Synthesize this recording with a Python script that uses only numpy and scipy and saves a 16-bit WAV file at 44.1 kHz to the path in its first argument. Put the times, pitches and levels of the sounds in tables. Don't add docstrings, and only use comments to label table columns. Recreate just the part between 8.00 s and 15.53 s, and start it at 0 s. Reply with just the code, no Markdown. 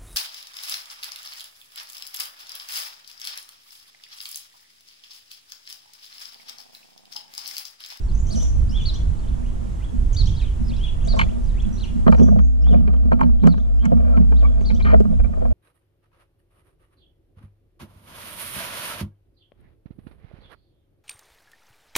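import sys
import numpy as np
from scipy import signal
from scipy.fft import rfft, irfft
from scipy.io import wavfile
from scipy.ndimage import uniform_filter1d

SR = 44100
rng = np.random.default_rng(int(sys.argv[2]) if len(sys.argv) > 2 else 0)


def master(y):
    cut = np.clip(np.atleast_2d(y).T, -1, 1)
    pcm = np.round(cut * 32767)
    wavfile.write(sys.argv[1], SR, pcm.astype(np.int16))


N = 332073


def amp(db):
    return 10 ** (np.asarray(db) / 20)


def evened(x):
    return x / np.sqrt(np.mean(abs(x) ** 2) + 1e-20)


def smoothed(x, size):
    return uniform_filter1d(uniform_filter1d(x, size=size), size=size)


def read(points, hz):
    f, value = np.transpose(points)
    return np.interp(np.log(hz + 1), np.log(f + 1), value)


def curves(rows):
    s, *columns = np.transpose(rows)
    return [np.interp(np.arange(N) / SR, s, c) for c in columns]


def add(mix, s, sound):
    part = mix[..., round(s * SR):][..., :sound.shape[-1]]
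    part += sound[..., :part.shape[-1]]


def ring(drive, hz, width):
    r = np.exp(-np.pi * width / SR)
    gain = np.sqrt(2 * (1 - r * r))
    return signal.lfilter([gain], [1, -r * np.exp(2j * np.pi * hz / SR)], drive + 1e-15)


def ports(z, right_db, lag):
    left = z.real * amp(-right_db / 2)
    right = (z * np.exp(-1j * lag)).real * amp(right_db / 2)
    return np.array([left, right])


def rung(drive, modes, count=0):
    drive = np.atleast_2d(drive)
    total = 0
    for k, (hz, width, db, right_db, lag) in enumerate(modes):
        once = ring(drive[0 if k < count else -1], hz, width * 1.62)
        twice = ring(once, hz, width * 1.62) * np.sqrt(np.pi * width * 1.5 / SR)
        total = total + amp(db) * ports(twice, right_db, lag)
    return total / np.sqrt(sum(amp(2 * mode[2]) for mode in modes))


def noise(spectrum, same, right_db, patchy_db, size):
    frames, hz = 4 * N // size + 5, np.fft.rfftfreq(size, 1 / SR)
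    a, b, c, d, patches = rng.standard_normal((frames, len(hz), 5)).T
    patches = uniform_filter1d(patches, size=10, axis=0)
    patches = evened(uniform_filter1d(patches, size=8, axis=1))
    same = np.clip(read(same, hz), -1, 1)[:, None]
    left = a + 1j * b
    right = same * left + np.sqrt(1 - same ** 2) * (c + 1j * d)
    z = np.array([left, amp(right_db) * right])
    z *= amp(read(spectrum, hz)[:, None] + patchy_db * patches)
    return evened(signal.istft(z, nperseg=size, noverlap=size * 3 // 4)[1][:, :N])


# t/s, relative level/dB
GUSTS = [(0, -26.5), (.12, -20.5), (.27, -18.5), (.4, -29), (.57, -17), (.76, -24.5), (.85, -19),
         (.93, -23.5), (1.1, -16.5), (1.22, -23.5), (1.31, -20), (1.43, -28), (1.6, -22), (1.91, -28.5),
         (2.05, -19), (2.14, -21.5), (2.3, -16.5), (2.58, -23), (2.74, -19), (2.9, -24.5), (3.04, -17),
         (3.28, -18.5), (3.34, -32), (3.4, -23), (3.75, -26), (4.1, -23.5), (4.16, -32), (4.96, -38.5),
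         (5.36, -25.5), (5.54, -30.5), (5.87, -35.5), (6.0, -30.5), (6.34, -36.5), (6.6, -23.5),
         (6.84, -20.5), (6.95, -38), (7.24, -19), (7.34, -28), (7.53, -28.5)]
# f/Hz, relative level/dB
RUMBLE = [(12, -9.5), (25, 0), (40, 1.5), (60, -5), (90, -9.5), (140, -18), (220, -26), (320, -37.5),
          (500, -49.5), (900, -84)]
# f/Hz, correlation
RUMBLE_SAME = [(30, 0.95), (100, 0.87), (200, 0.17)]


def wind():
    rumble = noise(RUMBLE, RUMBLE_SAME, right_db=4.5, patchy_db=1.5, size=4096)
    return amp(curves(GUSTS)[0] + 1.5) * rumble


# t/s, relative level/dB
YARD = [(0.0, -65.5), (0.29, -64), (3.98, -64), (4.42, -75), (5.49, -75.5), (6.71, -69), (7.53, -72)]
# f/Hz, relative density/dB per Hz
HISS = [(200, -26), (300, 5.5), (450, -2), (650, -7.5), (900, -4), (1200, -10), (1700, -13.5), (2400, -19),
        (3200, -19), (4500, -24.5), (7300, -21), (10500, -27), (12000, -34.5), (14500, -44)]
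# f/Hz, correlation
HISS_SAME = [(300, 0.29), (800, -0.49), (2000, -0.25), (3300, 0.5), (5300, 0.18), (9000, -0.059)]


def yard_hiss():
    hiss = noise(HISS, HISS_SAME, right_db=2.0, patchy_db=1.07, size=1024)
    return amp(curves(YARD)[0] + 17.5) * hiss


# t/s, level/dB
SWAY = [(0, -29), (.31, -44), (.39, -14.5), (.52, -19.5), (.65, -27), (1.3, -35), (1.75, -36), (2.8, -34.5),
        (3.16, -21), (3.4, -27), (3.92, -31), (3.99, -19), (4.06, -22), (4.11, -13), (4.45, -11),
        (4.52, -18.5), (4.65, -11), (5.03, -13), (5.12, -14.5), (5.24, -20), (5.31, -11), (5.45, -18.5),
        (5.8, -15), (5.87, -22.5), (5.96, -13), (6.13, -13.5), (6.45, -10.5), (6.59, -17.5), (6.8, -15.5),
        (6.99, -7.5), (7.05, -21.5), (7.21, -13.5), (7.31, -25), (7.41, -16.5), (7.53, -15)]
# f/Hz, width/Hz, right port re left/dB, right port lag/rad
POLE = (56, 14, 0, 2.6)


def steadied(z, share):
    return evened(z / (abs(z) + 1e-9) ** np.clip(share, 0, 1))


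def pole():
    hz, width, right_db, lag = POLE
    swing = ring(ring(rng.standard_normal(N), hz, width), hz, width)
    return np.sqrt(2) * amp(curves(SWAY)[0]) * ports(steadied(swing, .75), right_db, lag)


# t/s, drumming level/dB, hold/s
JOLTS = [(0.35, -20, 0.014), (0.703, -28, 0.0092), (1.635, -29.5, 0.025), (1.943, -25, 0.009),
         (2.608, -24.5, 0.0091), (2.703, -24.5, 0.0057), (3.184, -23.5, 0.042), (3.44, -34.5, 0.027),
         (3.666, -24.5, 0.019), (3.963, -21, .005), (4.089, -14.5, 0.013), (4.21, -13, 0.12),
         (4.368, -18, 0.03), (4.724, -11, 0.061), (4.927, -25.5, 0.025), (5.058, -23.5, .01),
         (5.135, -15.5, 0.009), (5.222, -10.5, 0.017), (5.445, -9.5, 0.041), (5.855, -15.5, 0.0036),
         (5.932, -17.5, 0.026), (6.167, -15.5, 0.055), (6.304, -24.5, 0.016), (6.474, -28.5, 0.027),
         (6.6, -26.5, 0.037), (6.724, -19.5, .01), (6.862, -18, 0.25), (7.242, -24.5, 0.017)]
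JOLT_RISE_DB_PER_S, JOLT_FALL_DB_PER_S = 496.5, 181


def jolted():
    s, db, hold = np.transpose(JOLTS)[:, :, None]
    since = np.arange(0, N, 32) / SR - s
    rise_db = JOLT_RISE_DB_PER_S * np.minimum(since, 0)
    fall_db = JOLT_FALL_DB_PER_S * np.maximum(since - hold, 0)
    power = amp(2 * (db + rise_db - fall_db)).sum(0)
    return np.repeat(np.sqrt(power), 32)[:N]


# t/s, drumming level/dB, relative rattle level/dB
REST = [(0, -41, -58), (.36, -42, -39.5), (.56, -46.5, -48.5), (1.4, -34, -46), (2.0, -47, -50.5),
        (2.9, -46, -50), (3.19, -27.5, -33), (3.5, -35, -48.5), (4.0, -32.5, -49), (4.5, -36, -47.5),
        (4.7, -25, -36.5), (5.35, -34.5, -43.5), (5.88, -33, -40.5), (5.96, -28.5, -34), (6.12, -25.5, -30),
        (6.25, -28, -44), (6.4, -36, -36), (6.75, -32, -38.5), (7.2, -34.5, -44), (7.53, -29.5, -34)]
# f/Hz, width/Hz, relative level/dB, right port re left/dB, right port lag/rad
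DRUM = [(174.2, 13.7, -1.5, 3.84, 2.77), (208.4, 14.3, -1, 5.16, 2.655), (233.8, 10.2, -0.5, 4.6, 2.733)]


def shudder(jolts):
    drum = rung(rng.standard_normal(N), DRUM)
    swell = np.sqrt(abs(uniform_filter1d((drum ** 2).mean(0), size=900)) + 1e-9)
    level = np.hypot(amp(curves(REST)[0]), jolts)
    return level * evened(drum / swell ** 0.27)


RATTLE_DB, RATTLE_SLOPE = -22.5, 0.99
CLUMP_DB = 2.5


def rattle(jolts):
    clumps = evened(smoothed(rng.standard_normal(N), 280))
    level = np.hypot(amp(curves(REST)[1]), amp(RATTLE_DB) * jolts ** RATTLE_SLOPE)
    return level * amp(CLUMP_DB * clumps) * rng.standard_normal(N)


# t/s from the call's start, f/Hz, whistle level/dB, octave overtone level/dB (before the CALLING factors)
CHEEP = [
    [(-.036, 3350, -38, -23.5), (-.02, 3180, -34, -27), (-.004, 2895, -24, -15)],
    [(0, 3280, 4, -24), (.007, 3700, -5.5, -41.5), (.011, 4640, -2, -48), (.035, 4377, -2.5, -48),
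     (.052, 4054, 0.5, -42), (.066, 3410, -16, -32.5)],
    [(.092, 2700, -41, -16), (.105, 2956, -25, -16.5), (.116, 3280, -9.5, -25), (.126, 3670, -15.5, -31),
     (.14, 3290, -18.5, -37)],
]
ARCH = [
    [(-.022, 4540, -27, -56), (-.007, 5320, -9.5, -40), (.01, 5520, -27, -47)],
    [(0, 2680, -18.5, -17), (.038, 3240, -6.5, -37.5), (.065, 3500, 3, -34), (.085, 3250, -7, -32.5),
     (.112, 2730, -0.5, -27)],
]
DOUBLE = [
    [(0, 2960, -34, -13), (.05, 3250, -19, -16), (.06, 4570, 1, -42), (.07, 5150, -8.5, -16.5),
     (.084, 4100, -0.5, -15), (.096, 3950, -13, -28), (.106, 3020, -10.5, -6.5), (.125, 2930, -24, -10.5),
     (.15, 2980, -12.5, -7), (.166, 3750, -11.5, -19), (.18, 2980, -14, 1.5), (.198, 3150, -18, -17)],
]
PEAK = [
    [(0, 2793, -13, -31), (.02, 3700, -3, -40), (.036, 4500, 2, -37), (.048, 3640, 2, -20),
     (.06, 2700, -6, -16), (.078, 2110, -4, -24)],
]
RISE = [
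    [(0, 1702, -15, -30), (.042, 2080, -5, -39), (.066, 3050, -2, -28), (.085, 3680, 8, -38)],
]
SPIKE = [
    [(0, 2500, -22, -30), (.007, 2960, -10, -30), (.01, 3740, 0, -34), (.021, 4420, -5, -37.5),
     (.034, 3810, -1, -30), (.047, 3050, -4.5, -19), (.061, 2505, -1.5, -35)],
]
# call, t/s, relative level/dB, pitch factor, length factor
CALLING = [(DOUBLE, .25, -38, 1.001, 1.001), (ARCH, .71, -40, 1.001, 0.99), (CHEEP, .848, -33, 0.98, 0.95),
           (RISE, 1.4, -62, .9, .9), (RISE, 1.775, -59, 1, 0.93), (RISE, 2.085, -64, .99, .97),
           (CHEEP, 2.161, -33, 1.001, 1.01), (PEAK, 2.345, -50, 1.02, 1.12), (RISE, 2.39, -55, .95, .9),
           (RISE, 2.664, -55, 1.02, 1.01), (ARCH, 2.778, -41.5, 0.98, 1.03), (RISE, 2.95, -58, 1, 1.01),
           (CHEEP, 3.074, -36.5, 1.02, 1.01), (RISE, 3.239, -58, 1.002, .995), (RISE, 3.53, -54, 1.001, 1),
           (SPIKE, 3.792, -46, 1.001, 1.001), (DOUBLE, 4.055, -52, .99, 1.01),
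           (ARCH, 4.63, -51, 1.01, 0.96), (CHEEP, 5.475, -52, 1, 1.02), (ARCH, 5.768, -61, .94, 1.001),
           (PEAK, 6.348, -60, 1.02, 1.2), (CHEEP, 6.646, -43, 1.001, 1.01),
           (SPIKE, 6.815, -49.5, 1.02, .97)]
# t/s, length/s, start f/Hz, middle f/Hz, end f/Hz, relative level/dB
WHISTLES = [(0.017, 0.048, 6170, 5500, 5500, -66), (0.082, 0.038, 4570, 4090, 3100, -58.5),
            (0.11, 0.019, 4280, 4843, 5050, -60.5), (0.135, 0.027, 6060, 6150, 6330, -55),
            (0.174, 0.021, 6250, 6260, 6850, -54), (.175, 0.041, 6680, 6900, 7150, -56),
            (0.314, 0.014, 4540, 4550, 4840, -45.5), (.323, .012, 5500, 5700, 5850, -41),
            (1.165, .022, 2900, 3300, 4300, -72), (1.185, .025, 4620, 4350, 4000, -64),
            (1.225, 0.033, 3800, 3250, 2850, -66), (1.265, 0.041, 3150, 4040, 3500, -64),
            (1.269, 0.043, 2990, 3550, 2730, -65), (1.465, 0.032, 3050, 3180, 3220, -60),
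            (2.338, .035, 3100, 3360, 3820, -61), (2.409, 0.043, 4320, 3910, 3550, -54.5),
            (2.449, 0.022, 3300, 3450, 3380, -56.5), (2.468, 0.019, 3300, 3120, 2880, -57),
            (2.491, .04, 2930, 3320, 2750, -62), (2.35, .012, 5000, 5100, 5050, -54),
            (2.644, 0.046, 5170, 5050, 5220, -56.5), (2.681, 0.035, 5300, 4290, 3280, -56),
            (2.753, 0.039, 3470, 4080, 3700, -58), (2.762, 0.022, 2300, 2700, 2950, -63),
            (3.038, 0.032, 2496, 2990, 3730, -57), (3.432, 0.078, 6160, 5080, 3480, -66),
            (3.33, 0.023, 2030, 2570, 3160, -73), (3.622, 0.024, 2220, 2580, 3070, -63),
            (3.725, 0.043, 5800, 6120, 5500, -52.5), (3.768, 0.035, 3390, 4170, 5130, -51.5),
            (3.846, 0.021, 3900, 4300, 4600, -54), (3.869, 0.046, 2820, 3500, 2980, -59.5),
            (4.382, 0.1, 6540, 6510, 6900, -66), (5.395, 0.023, 2940, 3730, 4530, -66),
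            (5.411, 0.032, 2600, 4300, 3500, -63), (7.131, 0.012, 3450, 3500, 3500, -69),
            (6.347, 0.017, 4300, 4800, 5300, -73), (5.77, .04, 5250, 5300, 5250, -76),
            (6.467, .03, 3380, 3350, 3450, -65), (6.506, .03, 3580, 3380, 3350, -72),
            (6.368, .012, 4700, 5060, 5600, -68), (3.502, .02, 3860, 3580, 3300, -60.5),
            (2.364, 0.014, 4300, 4800, 5200, -54), (6.586, .05, 4650, 4630, 4800, -73),
            (6.733, 0.12, 4900, 4940, 4860, -72), (6.882, 0.15, 4800, 4950, 4750, -71)]
WHISTLE_ENDS_DB, WHISTLE_OVERTONE_DB = -3.5, -29.5
HIDDEN, HIDDEN_DB = (DOUBLE, PEAK), -2.5


def notes():
    listed = []
    for call, s, db, pitch, length in CALLING:
        gain = amp(HIDDEN_DB * (call in HIDDEN))
        for note in call:
            listed.append((gain, np.array(note) * [length, pitch, 1, 1] + [s, 0, db, db]))
    dip = np.array([WHISTLE_ENDS_DB, 0, WHISTLE_ENDS_DB])
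    for s, length, *hz, db in WHISTLES:
        times = s + length * np.arange(3) / 2
        listed.append((1, np.transpose([times, hz, db + dip, db + dip + WHISTLE_OVERTONE_DB])))
    return listed


FADING_DB, NEAR_DB = 4.5, -34
TREMBLE, FAR_TREMBLE = .011, 1.4
FLUTTER_DB, HOARSE = 1, 1.18


def chirp(rows):
    s, *columns = np.transpose(rows)
    t = np.arange(s[0], s[-1], 1 / SR)
    hz, db, over_db = (uniform_filter1d(np.interp(t, s, c), size=120, mode="nearest") for c in columns)
    wobble = evened(uniform_filter1d(rng.standard_normal((3, SR // 3)), size=50))
    tremble, flutter, hoarse = wobble[:, :len(t)]
    faint = np.clip((NEAR_DB - db.max()) / 10, 0, 1)
    pitch = hz * (1 + TREMBLE * (1 + FAR_TREMBLE * faint) * tremble)
    phase = 2 * np.pi * np.cumsum(pitch) / SR
    whistle = amp(db + FLUTTER_DB * flutter) * np.sin(phase)
    overtone = amp(over_db) * (1 + HOARSE * hoarse) * np.sin(2 * phase)
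    fading = evened(smoothed(rng.standard_normal(SR // 3), 250))[:len(t)]
    tone = np.sqrt(2) * (whistle + overtone) * amp(FADING_DB * faint * fading)
    return s[0], tone * signal.windows.tukey(len(t), .25)


# f/Hz, relative level/dB
WALLS = [(2000, 6.5), (3300, 3.5), (4200, -3), (6000, 7), (8000, 5)]


def yard_echo(x, t60, blur):
    size = SR // 2
    taps = np.zeros((2, size))
    at = np.arange(300, size - 20, 20) + rng.integers(0, 20, (2, (size - 301) // 20))
    np.put_along_axis(taps, at, rng.choice([-1., 1.], at.shape), 1)
    taps *= amp(-60 * np.arange(size) / SR / t60)
    colour = amp(read(WALLS, np.fft.rfftfreq(size, 1 / SR)))
    taps = irfft(rfft(taps / np.linalg.norm(taps[0])) * colour)
    flutter = evened(smoothed(rng.standard_normal(N), 24))
    return signal.fftconvolve((x * (1 + blur * flutter))[None], taps, axes=1)[:, :N]


# f/Hz, level/dB
SLAP = [(2500, -11), (3000, -12), (3430, -5.5), (4000, -16), (4600, -17), (6000, -21)]


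def sparrows():
    both = np.zeros((2, N))
    for gain, rows in notes():
        s, sound = chirp(rows)
        add(both, s, np.outer([gain, 1], sound))
    bounce = .3 * np.roll(both, round(.0045 * SR), axis=1)
    near, calls = both + bounce
    direct = np.array([np.roll(near, 1) * amp(2.0), near * amp(0.7)])
    colour = amp(read(SLAP, np.fft.rfftfreq(2 ** 19, 1 / SR)))
    wall = irfft(rfft(calls, 2 ** 19) * colour)[:N]
    delay = round(.048 * SR)
    slap = np.array([np.roll(wall, delay), np.roll(wall, delay + 3)])
    return direct + slap + amp(-8.5) * yard_echo(calls, t60=0.43, blur=0.69)


SOFT_CYCLES = 550
RISE_SHARE = 0.04
GRIT_DB = 1.5


def contact(t60):
    t, t60 = np.arange(6000) / SR, np.clip(t60, .01, .3)
    blow = 0.076 / t60 * np.exp(-t / .00008)
    hiss, grit = rng.standard_normal((2, len(t)))
    shape = amp(-60 * t / t60) * np.minimum(t / (RISE_SHARE * t60), 1)
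    gritty = shape * hiss * amp(GRIT_DB * evened(uniform_filter1d(grit, size=40)))
    scrape = evened(gritty) * np.sqrt(np.mean(shape ** 2))
    b, a = signal.butter(2, min(SOFT_CYCLES / t60, SR / 2 - 1000), fs=SR)
    return signal.lfilter(b, a, blow + scrape)


# t/s, relative thump, knock and snap level/dB, contact t60/s,
# then level of upper re lower modes/dB for thump, knock and snap
KNOCKS = [(3.074, -36, -55, -45, 0.024, 8, 1, 1), (3.13, -27, -33.5, -47, 0.13, 6, 0, 1),
          (3.163, -31, -26, -45, 0.055, 5, -1, 1), (3.19, -44, -26, -13, 0.035, -1, -10, 5),
          (3.193, -44, -17.5, -13, 0.021, 1, -4, 5), (3.202, -44, -36, -19, 0.035, 1, -2, 12),
          (3.213, -41, -23, -13, 0.018, 1, 3, 3), (3.218, -44, -36, -20, 0.029, 3, 3, 8),
          (3.227, -40, -42, -33, .016, -1, 1, 3), (3.23, -38, -40, -24, 0.039, 9, -1, 6),
          (4.065, -16, -17, -41, 0.023, -13, 0, -1), (4.078, -18.5, -14, -27.5, 0.026, 9.5, 10, 11),
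          (4.123, -19.5, -16, -24, 0.025, 2, 3, -1), (4.142, -25.5, -31, -33, 0.05, 10, -1, 3),
          (4.175, -26, -32, -41, .063, -6, 1, 2), (4.194, -15.5, -33, -37, 0.034, -11, 1, 7),
          (4.214, -20.5, -43, -50, 0.031, -16.5, 3, 1), (4.236, -27, -42, -52, 0.036, -2, 2, 1),
          (4.282, -23, -29, -50, 0.04, 3, 5, 1), (4.298, -27, -47, -57, 0.042, -4, -1, 5),
          (4.258, -31, -38, -58, .06, 1, 3, 1), (4.315, -28, -48, -65, 0.058, 12, 1, 1),
          (4.36, -24.5, -40, -59, .025, 4, 1, -4), (4.388, -30, -31, -35.5, 0.029, 11, 5, 2),
          (4.665, -35.5, -34.5, -46, 0.037, -3, 7, 6), (4.708, -27, -46, -55, .039, -9, 3, 1),
          (4.727, -26.5, -36, -57, 0.037, -5, 2, 3), (4.737, -26, -29, -52, 0.03, 13, 3, 5),
          (4.744, -25, -45, -39, 0.017, 0, 1, 3), (4.876, -28.5, -33, -35.5, 0.024, -4, 5, 3),
          (4.937, -29, -33, -44, 0.028, -2, -1, 4), (4.963, -49, -67, -49, 0.025, -1, 1, 10),
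          (5.052, -34.5, -43, -49, 0.036, -1, 1, 6), (5.117, -21, -16, -37, 0.021, 7.5, -5, -2),
          (5.128, -21.5, -43, -31.5, 0.033, 5.5, 4, -2), (5.189, -41, -29, -43.5, 0.071, -3, 2, -1),
          (5.21, -28, -14.5, -29.5, 0.015, 2, -4, -3), (5.228, -26, -27, -31.5, .052, 5, -4, 5),
          (5.288, -43, -40, -61, 0.053, -6, -2, 2), (5.433, -23, -25.5, -36, 0.065, -10.5, -6, -3),
          (5.453, -30, -32, -37, 0.092, -1, -3, 3), (5.471, -18.5, -22.5, -27.5, 0.016, -6.5, 5, 6),
          (5.537, -41, -37, -44, 0.027, 5, 2, 1), (5.578, -35, -41.5, -45, 0.021, -11, 10, 10),
          (5.82, -42, -38, -49, 0.13, 4, -2, 5), (5.84, -36, -33, -40, 0.044, 2, 4, -4),
          (5.853, -26.5, -27.5, -29, 0.028, -5, 6, -1), (5.918, -12, -43, -46, 0.038, 2.5, 3, 2),
          (6.286, -45, -55, -52, .015, -2, -1, 5), (6.171, -23, -29.5, -32.5, 0.033, -0.5, -4, -1),
          (6.212, -29, -54, -47, 0.039, -5, -1, 3), (6.319, -23, -30, -40.5, 0.035, 0, 1, 1),
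          (6.423, -28.5, -36, -44, 0.057, -2, 5, -2), (6.448, -42, -34.5, -43, 0.038, 4, -2, -6),
          (6.609, -32.5, -41, -36, 0.034, -8, -9, 0), (6.697, -28.5, -40, -35, 0.083, -12, 1, -2),
          (6.707, -33, -42, -36, 0.039, 0, -5, -3), (6.798, -31.5, -36, -31, 0.062, -1, -5, -4),
          (6.846, -26, -30, -30, 0.086, -1, 8, 1), (6.858, -31.5, -23, -33, 0.13, -3, 10, 6),
          (6.875, -44.5, -31, -32, 0.21, 11, 9, -1), (6.866, -40, -32, -32, 0.11, 2, 9, -3),
          (6.886, -30, -29, -35, 0.073, 3, 6, 0), (6.899, -33, -24, -32, 0.059, -5, 9, -3),
          (6.909, -27, -25, -31, 0.095, 0, 11, 3), (6.926, -18, -30, -36.5, 0.099, 13, 11, 3),
          (6.939, -12.5, -38, -54, 0.053, 1, -2, 0), (7.003, -15, -38, -39, .03, -10, 13, 4),
          (7.051, -30, -39, -56, 0.018, -2, 6, -1), (7.112, -42, -45, -59, 0.053, 1, 8, -4),
          (7.125, -29, -56, -61, 0.029, 3, 0, 1), (7.193, -28.5, -39, -47, 0.047, 5, 8, -12),
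          (7.201, -37, -44, -51, 0.058, -1, 10, -5), (7.242, -31, -38.5, -43, 0.042, 10, 9, -11),
          (7.254, -41, -42, -45, .04, 3, 9, -8), (7.291, -37, -56, -67, 0.052, 9, 1, 3),
          (7.333, -36, -37, -52, 0.038, 3, 10, -2), (7.373, -27.5, -47, -62, 0.033, 2.5, 2, 1),
          (7.413, -34, -48, -54, 0.022, 10, 5, 1), (7.421, -23.5, -39, -57, 0.026, 7, 6, 1),
          (7.451, -23, -30.5, -55, 0.03, 7, 1, 1)]
# t/s, relative level/dB
HUSKS = [(3.072, -46), (3.161, -51), (3.189, -43), (3.212, -49), (3.62, -55), (4.119, -55), (4.709, -62),
         (4.728, -64), (5.119, -61.5), (5.21, -56), (5.469, -44.5), (5.853, -46.5), (6.61, -70),
         (7.002, -57)]
HUSK_T60_S = 0.037
# f/Hz, width/Hz, relative level/dB, right port re left/dB, right port lag/rad
DULL = [(430, 67, -3, 0.0038, 3.78), (502.5, 43, -2.5, 0, 3.39), (639, 71, 0.5, 0.0043, 2.882),
        (699, 40, -12.5, 0, 2.72)]
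KNOCKING = [(883, 24, 0.5, -0.5, 2.86), (920, 51, 8, 1.1, 2.59), (1082, 56, 2.5, 4, 1.83),
            (1211, 99, 0.5, -3, 1.74), (1341, 25, -6.5, -3.5, 2.17)]
RINGING = [(1530, 74, 7.3, -0.11, 2.87), (1790, 76, 1, -1.2, 2.84)]
BRIGHT = [(2206, 100, 1, -3, 3.4), (2360, 116, -1.5, -7.5, 4.83), (2770, 130, -12, 1, 4.77),
          (3022, 210, -8, -0.5, 5.43), (4225, 290, -14, 3, 5.8)]
TICK = [(5730, 610, -5.5, 2, 0.9), (7290, 1020, -2, 5.6, -1.7), (9100, 570, -15, 4, 0.98)]


def pecks(rattling):
    drives, husks = np.zeros((3, 2, N)), np.zeros(N)
    for s, thump_db, knock_db, snap_db, t60, *tilts_db in KNOCKS:
        levels_db = np.array([thump_db, knock_db, snap_db])[:, None] + np.outer(tilts_db, [-.5, .5])
        add(drives, s, amp(levels_db)[..., None] * contact(t60))
    for s, db in HUSKS:
        add(husks, s, amp(db) * contact(HUSK_T60_S))
    thump, knock, snap = drives
    thud = amp(7.5) * rung(thump[0], DRUM)
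    dull = rung(amp(3.5) * thump + amp([[-9], [-1]]) * rattling, DULL, count=1)
    knocking = rung(amp(-2.0) * knock + amp([[-21], [-15]]) * rattling, KNOCKING, count=3)
    ringing = rung(amp(-12) * snap[0] + amp(-10) * knock[1] + amp(-24.0) * rattling, RINGING)
    bright = rung(amp(-6.5) * snap + amp(-32.5) * rattling, BRIGHT, count=2)
    tick = rung(amp(4.5) * husks + amp(-38.5) * snap[1], TICK)
    return thud + dull + knocking + ringing + bright + tick


# t/s, length/s, start f/Hz, end f/Hz, level/dB
SQUEAKS = [(6.128, 0.049, 1387, 1280, -36.5), (6.434, 0.036, 1090, 1207, -31),
           (6.437, 0.04, 2210, 2310, -42), (6.696, 0.029, 857, 910, -39), (6.785, 0.026, 1250, 1260, -51),
           (5.925, 0.028, 1180, 1230, -53), (7.328, 0.027, 1930, 1736, -56)]


def squeaks():
    out = np.zeros((2, N))
    for s, length, start_hz, end_hz, db in SQUEAKS:
        hz = np.linspace(start_hz, end_hz, round(length * SR))
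        tone = np.exp(2j * np.pi * np.cumsum(hz) / SR) * np.hanning(len(hz))
        add(out, s, np.sqrt(2) * amp(db) * ports(tone, -1.5, 2.03))
    return out


def scene():
    jolts = jolted()
    air = wind() + yard_hiss()
    tray = shudder(jolts) + pecks(rattle(jolts)) + squeaks()
    return air + pole() + tray + sparrows()


CEILING = 1.05
EDGE_HZ = 14950


def record(dry):
    limited = dry / (1 + abs(dry / CEILING) ** 4) ** .25
    limited = limited * signal.windows.tukey(N, .0008)
    edge = signal.firwin(1023, EDGE_HZ, window=("kaiser", 10), fs=SR)
    return signal.oaconvolve(limited, edge[None], "same")


dry = scene()
out = record(dry)
master(out)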